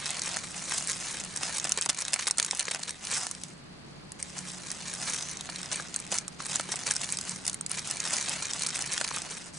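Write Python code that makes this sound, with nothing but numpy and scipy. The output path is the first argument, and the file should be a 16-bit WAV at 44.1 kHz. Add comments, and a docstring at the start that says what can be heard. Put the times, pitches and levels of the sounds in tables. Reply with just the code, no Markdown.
"""Two hands crumple and unfold thin tissue paper over a desk, for about nine and a half seconds.
From the start a noisy hiss and a fan-like hum fill the room, under a rustle of tiny random cracks.
Creases snap singly and in clumps, as short noise bursts, and folds give way with dull, damped knocks.
The loudest snaps come from about 2 to 3 s; the rustle then sinks low from about 3.5 to 4.2 s.
Near 5.2 s the rustle rings briefly in one high band; echoes off the desk follow all the paper sounds."""
import sys
import numpy as np
from scipy import signal
from scipy.fft import rfft, irfft
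from scipy.io import wavfile
from scipy.ndimage import uniform_filter1d

SR = 44100
rng = np.random.default_rng(int(sys.argv[2]) if len(sys.argv) > 2 else 0)


def materialize(psi):
    """Save the field psi as 16-bit PCM at rate SR to the path in sys.argv[1].

    A 1-D psi becomes a single channel; in a 2-D psi each row is a channel.
    """
    bounded = np.clip(np.atleast_2d(psi).T, -1, 1)
    quanta = np.round(bounded * 32767).astype(np.int16)
    wavfile.write(sys.argv[1], SR, quanta)


N = 422478  # length of the sound in samples

# how busily the hands work: start_s [s], rustle_db [dB, before dips, rests and squeezes],
# body_db [dB, dull flexing relative to the rustle, before the loudness correction]
HAND_WORK = [(0.0, -39, 1.5), (0.45, -45, -3), (0.8, -38.5, -4.5), (1.3, -44, -1.5), (1.55, -43, -3),
             (1.85, -46.5, 2), (2.1, -44, 0.5), (2.7, -41, 2.5), (2.97, -52, -0.5), (3.17, -30, -5),
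             (3.33, -49, -3.5), (4.1, -52.5, -16), (4.25, -49, -4), (4.85, -43.5, -4), (5.12, -38, -4),
             (5.4, -51, -0.5), (6.05, -50, -2.5), (6.6, -45, -2.5), (7.05, -43, -2.5), (7.42, -49.5, -4.5),
             (7.95, -47, -1), (8.15, -37.5, -0.5), (8.45, -42, -0.5), (9.15, -45, 0), (9.58, -47.5, -7)]


def amp(db):
    """Turn decibels into a plain multiplier."""
    return 10 ** (np.asarray(db) / 20)


def evened(x):
    """Scale a sound to an average (rms) level of 1."""
    return x / np.sqrt(np.mean(x ** 2) + 1e-20)


def read(points, hz):
    """Read a curve at any frequency, joining its points on a logarithmic pitch scale."""
    point_hz, value = np.transpose(points)
    return np.interp(np.log(hz + 1), np.log(point_hz + 1), value)


def colour(x, points):
    """Shape the tone with a minimum-phase filter, so nothing sounds before a click."""
    hz = abs(np.fft.fftfreq(4096, 1 / SR))
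    log_gain = np.log(amp(np.maximum(read(points, hz), -100)))
    # the Hilbert transform of the log gain gives the minimum phase
    taps = np.fft.ifft(np.exp(np.conj(signal.hilbert(log_gain)))).real[:2048]
    return signal.oaconvolve(x, taps)[:N]


def drift(per_s):
    """Slow random wandering of rms 1, changing about per_s times a second."""
    low_pass = signal.butter(2, min(per_s, 2000), fs=SR)
    return evened(signal.lfilter(*low_pass, rng.standard_normal(N)))


def room_air():
    """Room hiss: broad noise, partly shared by the left and right sides."""
    # tone of the room noise: pitch_hz [Hz], level_db [dB per Hz, relative]
    air_tone = [(20, -12.5), (35, -10.5), (50, -10.5), (118, -5), (250, -5), (500, -10.5), (1500, -16),
                (3700, -21.5), (4500, -16.5), (6000, -30), (10200, -30)]
    # how alike left and right are: pitch_hz [Hz], likeness [1 same, 0 unrelated, -1 opposite]
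    likeness = [(60, 0.17), (170, 0.67), (480, -0.22), (1370, 0.041), (3890, -0.3), (11000, -1.1)]
    air_db = -48.5
    hz = np.fft.rfftfreq(N, 1 / SR)
    a, b = rfft(rng.standard_normal((2, N)))
    same = np.clip(read(likeness, hz), -1, 1)
    right = same * a + np.sqrt(1 - same ** 2) * b
    spectrum = np.array([a, right]) * amp(read(air_tone, hz))
    return amp(air_db) * evened(irfft(spectrum, N))


def hum():
    """Fan-like hum: noise in a few narrow low resonances, nearly the same at both sides."""
    # resonances: pitch_hz [Hz], width_hz [Hz], level_db [dB, rms over both sides]
    resonances = [(76.5, 24, -67.5), (147, 14, -57), (181.5, 12.3, -55.5), (222.3, 10, -65)]
    hz = np.fft.rfftfreq(N, 1 / SR)
    out = np.zeros((2, N))
    for pitch_hz, width_hz, level_db in resonances:
        a, b = rfft(rng.standard_normal((2, N)))
        peak = 1 / (1 + (2 * (hz - pitch_hz) / width_hz) ** 2)
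        sides = np.array([a + 0.1 * b, 1.3 * (a - 0.44 * b)])
        out += amp(level_db) * evened(irfft(sides * peak, N))
    return out


def busy_db(t):
    """The level of the rustle, sinking gradually into each dip or rest and returning abruptly."""
    # brief dips of the rustle between snaps, and longer rests of the hands: start_s [s], length_s [s]
    dips = [(1.802, 0.0029), (1.888, 0.004), (2.337, 0.041), (3.552, 0.65), (6.236, 0.15), (7.552, 0.166),
            (9.513, 0.016)]
    dip_db, sink_s, return_s = -12, 0.035, 0.0082
    depth = np.zeros(len(t))
    for start_s, length_s in dips:
        sinking = (t - start_s) / sink_s + 1
        returning = (start_s + length_s - t) / return_s + 1
        depth += np.clip(np.minimum(sinking, returning), 0, 1)
    start_s, rustle_db, _ = np.transpose(HAND_WORK)
    return np.interp(t, start_s, rustle_db) + dip_db * depth


def random_sizes(per_s, spread_db):
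    """Clicks at random moments, mostly small and a few large, with silence between."""
    size = amp(spread_db * np.minimum(rng.exponential(1, N), 4))
    return size * (rng.random(N) < per_s / SR)


def cracks(per_s, spread_db, clump_db, clumps_per_s, decay_s):
    """Random clicks, each spread into a brief noise burst, and the wandering level that clumps them."""
    size = random_sizes(per_s, spread_db)
    # each click's energy dies away over decay_s
    burst = np.sqrt(signal.lfilter([1], [1, -np.exp(-1 / (decay_s * SR))], size ** 2))
    return amp(clump_db * drift(clumps_per_s)), burst * rng.standard_normal(N)


def ticks(per_s, spread_db, count):
    """Small separate creases, each about a millisecond long, in count kinds with their own pitch."""
    size = random_sizes(per_s, spread_db)
    kind, t = rng.integers(0, count, N), np.arange(200) / SR
    out = np.zeros(N)
    for k, (pitch, length) in enumerate(rng.random((count, 2))):
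        shape = np.exp(-(t / (.0002 + .0004 * length) - 1.5) ** 2)
        tone = np.sin(2 * np.pi * (4500 + 5000 * pitch) * t)
        tick = shape * (tone + 1.6 * rng.standard_normal(len(t)))
        out += signal.oaconvolve(size * (kind == k), tick)[:N]
    return out


def patchy(x, patchy_db):
    """Each fold has its own ring: the colour drifts in patches of about 1 kHz by tens of milliseconds."""
    z = signal.stft(x, nperseg=256, noverlap=192)[2]
    patches = uniform_filter1d(rng.standard_normal(z.shape), size=7, axis=0)  # smooth over pitch
    patches = uniform_filter1d(patches, size=12, axis=1)  # smooth over time
    return signal.istft(z * amp(patchy_db * evened(patches)), nperseg=256, noverlap=192)[1][:N]


def rustle():
    """Crisp cracks, scattered ticks and the duller flexing of the sheet follow the same hands."""
    # squeezes that set off a run of cracks: middle_s [s], length_ms [ms], level_db [dB]
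    squeezes = [(0.07, 26, -43.5), (0.34, 127, -36), (0.442, 14, -36), (0.58, 43, -38), (0.686, 19, -39),
                (0.75, 86, -32.5), (0.903, 38, -34), (1.091, 103, -38.5), (1.206, 13, -38),
                (1.463, 79, -35), (1.567, 44, -35), (1.653, 7.7, -31), (1.786, 18.4, -30.5),
                (1.901, 16, -31), (1.99, 8.6, -28.5), (2.021, 36, -36.5), (2.14, 12, -26.5),
                (2.202, 20, -32.5), (2.231, 17, -34), (2.28, 11.3, -36.5), (2.389, 12, -30),
                (2.716, 7.4, -20), (2.889, 21, -32), (3.07, 76, -39), (3.128, 34, -35), (3.164, 59, -28.5),
                (3.24, 63, -36), (4.202, 17, -37.5), (4.38, 37, -42), (4.5, 66, -40), (4.7, 89, -43.5),
                (4.884, 40, -37), (5.03, 64, -38), (5.089, 34, -33), (5.139, 10, -32), (5.62, 210, -45.5),
                (5.727, 17.4, -27.5), (5.772, 100, -39.5), (6.123, 15.4, -30), (6.166, 60, -33.5),
                (6.405, 11, -40), (6.462, 10, -35), (6.523, 48, -33), (6.557, 23, -31.5),
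                (6.725, 14, -29.5), (6.874, 22, -29.5), (6.9, 55, -36.5), (6.917, 15, -28),
                (7.016, 8.9, -32.5), (7.041, 19, -33), (7.135, 14, -35.5), (7.305, 72, -38),
                (7.485, 9.9, -29.5), (7.5, 80, -45), (7.74, 66, -38.5), (7.788, 28, -33), (7.912, 86, -38),
                (8.057, 11, -35), (8.081, 43, -35), (8.136, 51, -34), (8.341, 49, -36), (8.427, 8.2, -30),
                (8.508, 17, -39.5), (8.627, 39, -37.5), (8.756, 20, -42), (8.817, 21, -37),
                (8.942, 67, -36.5), (9.016, 44, -40.5), (9.048, 6.3, -33.5), (9.17, 58, -37),
                (9.34, 51, -41.5)]
    # rubbing is smooth, pulling creases apart is ticky:
    # start_s [s], ticks_db [dB relative to the fine cracks, before squeezes calm them]
    ticky = [(0, -2.5), (1.5, -2.5), (1.7, 2), (2.95, 2), (3.1, -5), (5.2, -5), (5.4, 0), (9.58, -1)]
    # tone of the tiny cracks: pitch_hz [Hz], level_db [dB per Hz, relative]
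    crisp_tone = [(1200, -19), (2000, -54.5), (3100, -27.5), (4600, 2.5), (6000, 4.5), (8700, 3),
                  (10300, -0.5), (13000, -67)]
    # tone of the flexing sheet: pitch_hz [Hz], level_db [dB per Hz, relative]
    body_tone = [(150, -30.5), (250, -9.5), (305, -14), (512, -10), (722, -6.5), (2080, -3), (3500, -6.5),
                 (4550, -1), (7700, -120)]
    # the body loses this share, in dB, per dB of rustle above the usual level
    brighten, usual_db = 0.18, -42

    t = np.arange(N) / SR
    steady_db = busy_db(t)
    power = amp(steady_db) ** 2
    for middle_s, length_ms, squeeze_db in squeezes:
        first = max(round((middle_s - length_ms / 1000) * SR), 0)
        near = slice(first, round((middle_s + length_ms / 500) * SR))
        u = (t[near] - middle_s) * 2000 / length_ms + .15
        # a run starts suddenly and thins out
        run = np.exp(-np.where(u < 0, u ** 4, 1.4 * u ** 1.5))
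        power[near] += amp(squeeze_db) ** 2 * run

    clumps, fine = cracks(per_s=1500, spread_db=3.3, clump_db=1.9, clumps_per_s=60, decay_s=.0003)
    flex_clumps = amp(1.5 * drift(30))
    scattered = evened(ticks(per_s=280, spread_db=3, count=40))
    calm = np.sqrt(amp(steady_db) / np.sqrt(power))  # ticks grow less than the rustle in a squeeze
    tick_level = calm * amp(np.interp(t, *np.transpose(ticky)))
    both = evened(fine) * clumps + tick_level * scattered
    crisp = cupped(evened(patchy(colour(both, crisp_tone), patchy_db=1.1)))

    flex = 0.7 * rng.standard_normal(N) + both
    body = evened(patchy(colour(flex, body_tone), patchy_db=1.6) * flex_clumps)
    start_s, _, body_db = np.transpose(HAND_WORK)
    above_usual_db = 10 * np.log10(power) - usual_db
    body_level = amp(np.interp(t, start_s, body_db) - brighten * above_usual_db)
    return np.sqrt(power) * (crisp + body_level * body)


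def desk(x):
    """Echoes off desk, hands and walls: sparse taps of random sign, dying quickly and then slowly."""
    at = np.arange(12, 9000, 12) + rng.integers(0, 12, (3, 2, 749))
    taps = np.zeros((3, 2, 9100))  # three sets of echoes, two sides
    np.put_along_axis(taps, at, rng.choice([-1., 1.], at.shape), 2)
    t = np.arange(9100) / SR
    # 60 dB down in 0.026 s, over a weaker tail that takes 0.2 s
    taps *= amp(-60 * t / 0.026) + amp(-34 - 60 * t / 0.2)
    # the three sets take turns, 4.5 rounds a second, as the hands move
    turn = 2 * np.pi * (4.5 * np.arange(N) / SR + np.arange(3)[:, None] / 3)
    fed = np.sqrt(2 / 3) * np.cos(turn) * x
    echoes = signal.oaconvolve(fed[:, None], taps / np.linalg.norm(taps[0, 0]), axes=2)
    return echoes[..., :N].sum(0)


def snaps():
    """A buckling crease: a brief crack around its own pitch, a short sizzle and a faint pop of the sheet."""
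    # creases that buckle: start_s [s], peak_db [dB, crack without its pop], crack_hz [Hz]
    creases = [(0.0577, -17, 5170), (0.0637, -20, 4500), (0.1051, -13.5, 9900), (0.1679, -25, 5450),
               (0.1944, -16.5, 6250), (0.218, -14, 6050), (0.2367, -18.5, 5730), (0.259, -19, 5810),
               (0.2784, -20, 9280), (0.3635, -18, 8700), (0.369, -15, 6700), (0.781, -16.5, 7000),
               (0.8733, -16, 8590), (0.8918, -19, 6270), (0.8973, -9, 7640), (0.912, -17, 6700),
               (0.917, -15, 7000), (0.9307, -19, 5940), (1.2377, -21, 6290), (1.248, -21, 7730),
               (1.3617, -17.5, 8650), (1.373, -15.5, 8300), (1.5253, -19.5, 7950), (1.5466, -23, 8350),
               (1.569, -19, 8010), (1.5831, -13, 9100), (1.5984, -17, 6500), (1.6432, -11.5, 6850),
               (1.6717, -20, 6180), (1.6934, -13, 8120), (1.7116, -21, 4440), (1.7202, -5.5, 6300),
               (1.7747, -10, 7340), (1.786, -16, 8310), (1.8118, -8.5, 9600), (1.8172, -14.5, 4870),
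               (1.8226, -13, 6120), (1.8287, -18, 7060), (1.8354, -18, 9650), (1.8536, -20, 8290),
               (1.8599, -9.5, 6540), (1.8898, -14, 7210), (1.8934, -7.5, 5800), (1.8984, -6, 5950),
               (1.9, -9, 8530), (1.9065, -18, 7560), (1.9461, -19, 5960), (1.9732, -17, 8200),
               (1.988, -13.5, 8160), (2.0045, -14, 8160), (2.011, -16, 8250), (2.0205, -12, 5580),
               (2.0232, -21, 5200), (2.0512, -11.5, 5660), (2.0817, -12, 5560), (2.1236, -19, 8530),
               (2.133, -5, 7400), (2.14, -1, 8000), (2.1601, -18, 7540), (2.1911, -14, 5060),
               (2.1976, -20, 4780), (2.2093, -16, 5640), (2.2217, -20, 8980), (2.27, -7, 4900),
               (2.2746, -8, 7400), (2.278, -9, 5510), (2.2833, -7, 7520), (2.3088, -17, 7710),
               (2.31, -2.5, 8500), (2.3732, -17, 7880), (2.3831, -4.5, 8000), (2.3984, -2.5, 6640),
               (2.4268, -6.5, 5510), (2.4473, -4.5, 8900), (2.4632, -13, 8870), (2.5099, -6.5, 5660),
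               (2.5227, -15, 5660), (2.5493, -12.5, 8850), (2.5715, -18, 8740), (2.5773, -20, 9430),
               (2.5941, -4.5, 5700), (2.5979, -8.5, 5900), (2.6071, -10, 6000), (2.626, -21, 8350),
               (2.6538, -14.5, 8200), (2.6856, -17, 5320), (2.7121, -22, 8630), (2.7154, -16, 8290),
               (2.7387, -23, 8720), (2.7476, -9, 7320), (2.801, -25, 8250), (2.8301, -17.5, 9130),
               (2.8336, -12, 5240), (2.879, -21, 5470), (2.893, -16, 5550), (2.9072, -14, 8500),
               (3.0509, -17, 7620), (3.0706, -17, 5050), (3.1142, -9.5, 8070), (3.1249, -15, 7540),
               (3.1593, -18, 6800), (3.233, -23, 8610), (3.2679, -14, 8270), (3.312, -14, 9100),
               (3.3499, -22, 5100), (3.4356, -17, 6460), (4.1195, -23, 7990), (4.2269, -14.5, 8420),
               (4.3815, -22, 7690), (4.3893, -18, 8200), (4.7036, -19, 7700), (4.7153, -15.5, 7460),
               (4.9374, -19, 9170), (4.9503, -23, 7170), (5.0981, -14.5, 9130), (5.1228, -25, 6460),
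               (5.1344, -21, 8910), (5.1376, -26, 6370), (5.1451, -16.5, 6050), (5.1617, -22, 5770),
               (5.1646, -18, 6350), (5.186, -18.5, 5810), (5.2094, -23, 6520), (5.2257, -19.5, 6070),
               (5.294, -25, 5600), (5.313, -19, 6030), (5.3316, -30, 6090), (5.3706, -24, 6290),
               (5.4093, -16, 5840), (5.499, -25, 4260), (5.5594, -19, 4180), (5.6153, -22.5, 7240),
               (5.6305, -22, 4670), (5.6584, -24, 6000), (5.7153, -20, 4310), (5.7293, -14, 8250),
               (5.7582, -17, 8980), (5.9422, -18, 8010), (5.9615, -10.5, 8720), (5.9897, -24, 7750),
               (6.0006, -20, 8570), (6.1169, -14, 8030), (6.1236, -14, 6040), (6.1424, -17, 8330),
               (6.153, -18, 6850), (6.167, -18, 9300), (6.1784, -18, 5700), (6.185, -11.5, 6500),
               (6.2802, -17, 6900), (6.4496, -26, 7020), (6.4653, -22, 8140), (6.5574, -11.5, 7110),
               (6.5963, -15, 5570), (6.6093, -17, 8180), (6.7208, -21, 5430), (6.7576, -16.5, 8400),
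               (6.791, -28, 9100), (6.868, -15, 6370), (6.876, -18, 7360), (6.9098, -8, 8500),
               (6.9184, -14, 8480), (6.9378, -17, 8510), (6.9522, -19, 8790), (6.9592, -15, 7390),
               (6.9647, -10, 7430), (7.0156, -17, 7080), (7.043, -19, 8140), (7.0904, -18.5, 4290),
               (7.1027, -19, 6500), (7.1178, -21, 6060), (7.1237, -9.5, 9700), (7.1714, -17.5, 8230),
               (7.187, -15, 5550), (7.2117, -15.5, 6030), (7.294, -17, 7800), (7.3604, -23, 7500),
               (7.4534, -18.5, 9100), (7.4657, -14.5, 8700), (7.4785, -9.5, 8400), (7.4817, -21, 5940),
               (7.4967, -17, 6660), (7.5304, -20, 8830), (7.5435, -13.5, 8800), (7.6103, -16, 9400),
               (7.6629, -17, 8600), (7.6953, -24, 8890), (7.7155, -10.5, 8350), (7.7928, -17.5, 5770),
               (7.8742, -17, 9400), (7.9108, -13.5, 8630), (7.9694, -18, 7200), (8.0021, -12, 6100),
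               (8.0416, -20, 6050), (8.0754, -17, 4560), (8.086, -22, 9410), (8.1296, -20, 6500),
               (8.1331, -16, 7170), (8.137, -15, 8070), (8.1445, -19, 5490), (8.161, -20, 8070),
               (8.167, -14, 6550), (8.2115, -15, 6610), (8.2261, -18, 6180), (8.2483, -26, 7320),
               (8.2598, -22, 8680), (8.2939, -13.5, 9540), (8.3009, -21, 6590), (8.425, -23, 9370),
               (8.4548, -15.5, 6200), (8.5102, -20, 5540), (8.534, -16.5, 6570), (8.5479, -28, 6270),
               (8.594, -19, 6520), (8.5988, -23, 6980), (8.621, -15, 5600), (8.6344, -17, 5530),
               (8.664, -13, 5380), (8.6688, -15, 7840), (8.688, -18, 7820), (8.6928, -19, 6700),
               (8.7048, -19, 5430), (8.7452, -20, 5250), (8.7489, -25, 6460), (8.755, -19.5, 8760),
               (8.7596, -18, 8870), (8.7684, -18, 6980), (8.7908, -16, 8200), (8.809, -19, 5710),
               (8.8126, -18, 6890), (8.8222, -14.5, 5920), (8.8609, -18.5, 5750), (8.933, -16, 9700),
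               (8.9382, -17, 5810), (8.978, -13, 5020), (9.0125, -12, 4260), (9.0422, -22, 5400),
               (9.045, -17, 5990), (9.0767, -18, 5730), (9.0813, -18, 5490), (9.0881, -20, 4840),
               (9.1081, -22, 5990), (9.1622, -17, 7750), (9.1843, -17, 5960), (9.2187, -20, 8150)]
    pop_db = -20.5  # relative to the crack's peak
    t, out = np.arange(500) / SR, np.zeros(N + 500)
    noise = rng.standard_normal((len(creases), 2, len(t)))
    chance = rng.random((len(creases), 2))
    for (start_s, peak_db, crack_hz), (wide, narrow), (pitch, size) in zip(creases, noise, chance):
        length_s = .0003 + .0004 * size
        burst = np.exp(-(t / length_s - 1.5) ** 2)
        sizzle = .42 * (1 - np.exp(-t / length_s)) * np.exp(-t / .002)
        wide_band = signal.butter(2, [0.59 * crack_hz, 11000], "band", fs=SR)
        narrow_band = signal.butter(1, [crack_hz / 1.06, crack_hz * 1.06], "band", fs=SR)
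        wide = evened(signal.lfilter(*wide_band, wide))
        narrow = evened(signal.lfilter(*narrow_band, narrow))
        crack = (burst + sizzle) * (1.52 * wide + narrow)
        pop = amp(pop_db) * np.exp(-t / 0.002) * np.sin(2 * np.pi * (1000 + 1600 * pitch) * t)
        out[round(start_s * SR):][:len(t)] += amp(peak_db) * (crack / abs(crack).max() + pop)
    return out[:N]


def knocks():
    """A fold gives way: a few damped cycles of the sheet, roughened by noise; low knocks last longer."""
    # pops and dull knocks: start_s [s], peak_db [dB, before the low cut], pitch_hz [Hz]
    folds = [(0.3685, -22.5, 1610), (0.7203, -22.5, 1020), (1.6444, -29.5, 2190), (1.6712, -28, 1870),
             (1.775, -22.5, 1070), (1.7862, -21, 1920), (1.862, -21, 1110), (1.8934, -19.5, 1770),
             (1.9893, -29, 1900), (2.1338, -22, 2070), (2.1612, -18, 2500), (2.198, -23, 1810),
             (2.2696, -16, 2320), (2.279, -21, 1940), (2.399, -19, 1760), (2.511, -32, 2380),
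             (2.5314, -20.5, 980), (2.6819, -14.5, 1900), (2.7176, -22, 2230), (2.747, -20, 2000),
             (3.1304, -21, 2220), (3.267, -25, 1740), (5.4901, -28.5, 980), (5.7986, -27, 1260),
             (6.1235, -28, 510), (6.4026, -25.5, 1165), (6.5982, -21, 1330), (6.6896, -30.5, 865),
             (6.7398, -28, 750), (6.8762, -28, 674), (6.9113, -22, 1550), (8.0749, -28, 2220),
             (8.758, -23, 2200), (8.7907, -27, 1470), (8.9773, -24.5, 1600), (9.0125, -19, 1590),
             (9.0463, -26, 2090), (9.112, -24, 995), (9.1706, -24, 1540)]
    decay_cycles = 2.13
    t, out = np.arange(900) / SR, np.zeros(N + 900)
    noises = rng.standard_normal((len(folds), len(t)))
    for (start_s, peak_db, pitch_hz), noise in zip(folds, noises):
        wobble = 1.48 * evened(uniform_filter1d(noise, size=40))
        ring = np.sin(2 * np.pi * pitch_hz * t + wobble)
        shape = (1 - np.exp(-t / 0.00035)) * np.exp(-t * pitch_hz / decay_cycles)
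        out[round(start_s * SR):][:len(t)] += amp(peak_db) * shape / shape.max() * ring
    return signal.lfilter(*signal.butter(2, 300, "high", fs=SR), out[:N])


def cupped(x):
    """For a moment the half-open sheet rings in one high band, swelling and fading smoothly."""
    middle_s, length_s, ring_hz, ring_db = 5.24, 0.12, 6000, 5.3
    band = signal.butter(1, [ring_hz / 1.02, ring_hz * 1.05], "band", fs=SR)
    swell = np.exp(-((np.arange(N) / SR - middle_s) / length_s) ** 2)
    return x + amp(ring_db) * swell * signal.lfilter(*band, x)


def scene():
    """Paper sounds almost centred, a touch to the right, with their echoes and the room's noises."""
    paper = snaps() + rustle() + knocks()
    direct = paper * amp([[-.2], [.2]])  # left, right
    return direct + amp(-6.5) * desk(paper) + room_air() + hum()


def record(dry):
    """Gain control dips after the loudest snaps and recovers slowly; then the highest treble is cut."""
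    limit_db, recover_db_per_s, squash = -22, 4.5, 0.83  # squash: dB taken off per dB over the limit
    treble_limit_hz = 10450
    power = abs(uniform_filter1d((dry ** 2).mean(0), size=300))
    level_db = 10 * np.log10(power + 1e-12)
    # hold each peak, letting it sink at the recovery rate
    fall_db = np.arange(N) * recover_db_per_s / SR
    held_db = np.maximum.accumulate(level_db + fall_db) - fall_db
    over_db = np.maximum(held_db - limit_db, 0)
    late_db = signal.lfilter([.002], [1, -.998], over_db)  # reacts about 11 ms late
    low_pass = signal.firwin(301, treble_limit_hz, window=("kaiser", 8), fs=SR)
    return signal.oaconvolve(dry / amp(squash * late_db), low_pass[None], "same")


dry = scene()
out = record(dry)
materialize(out)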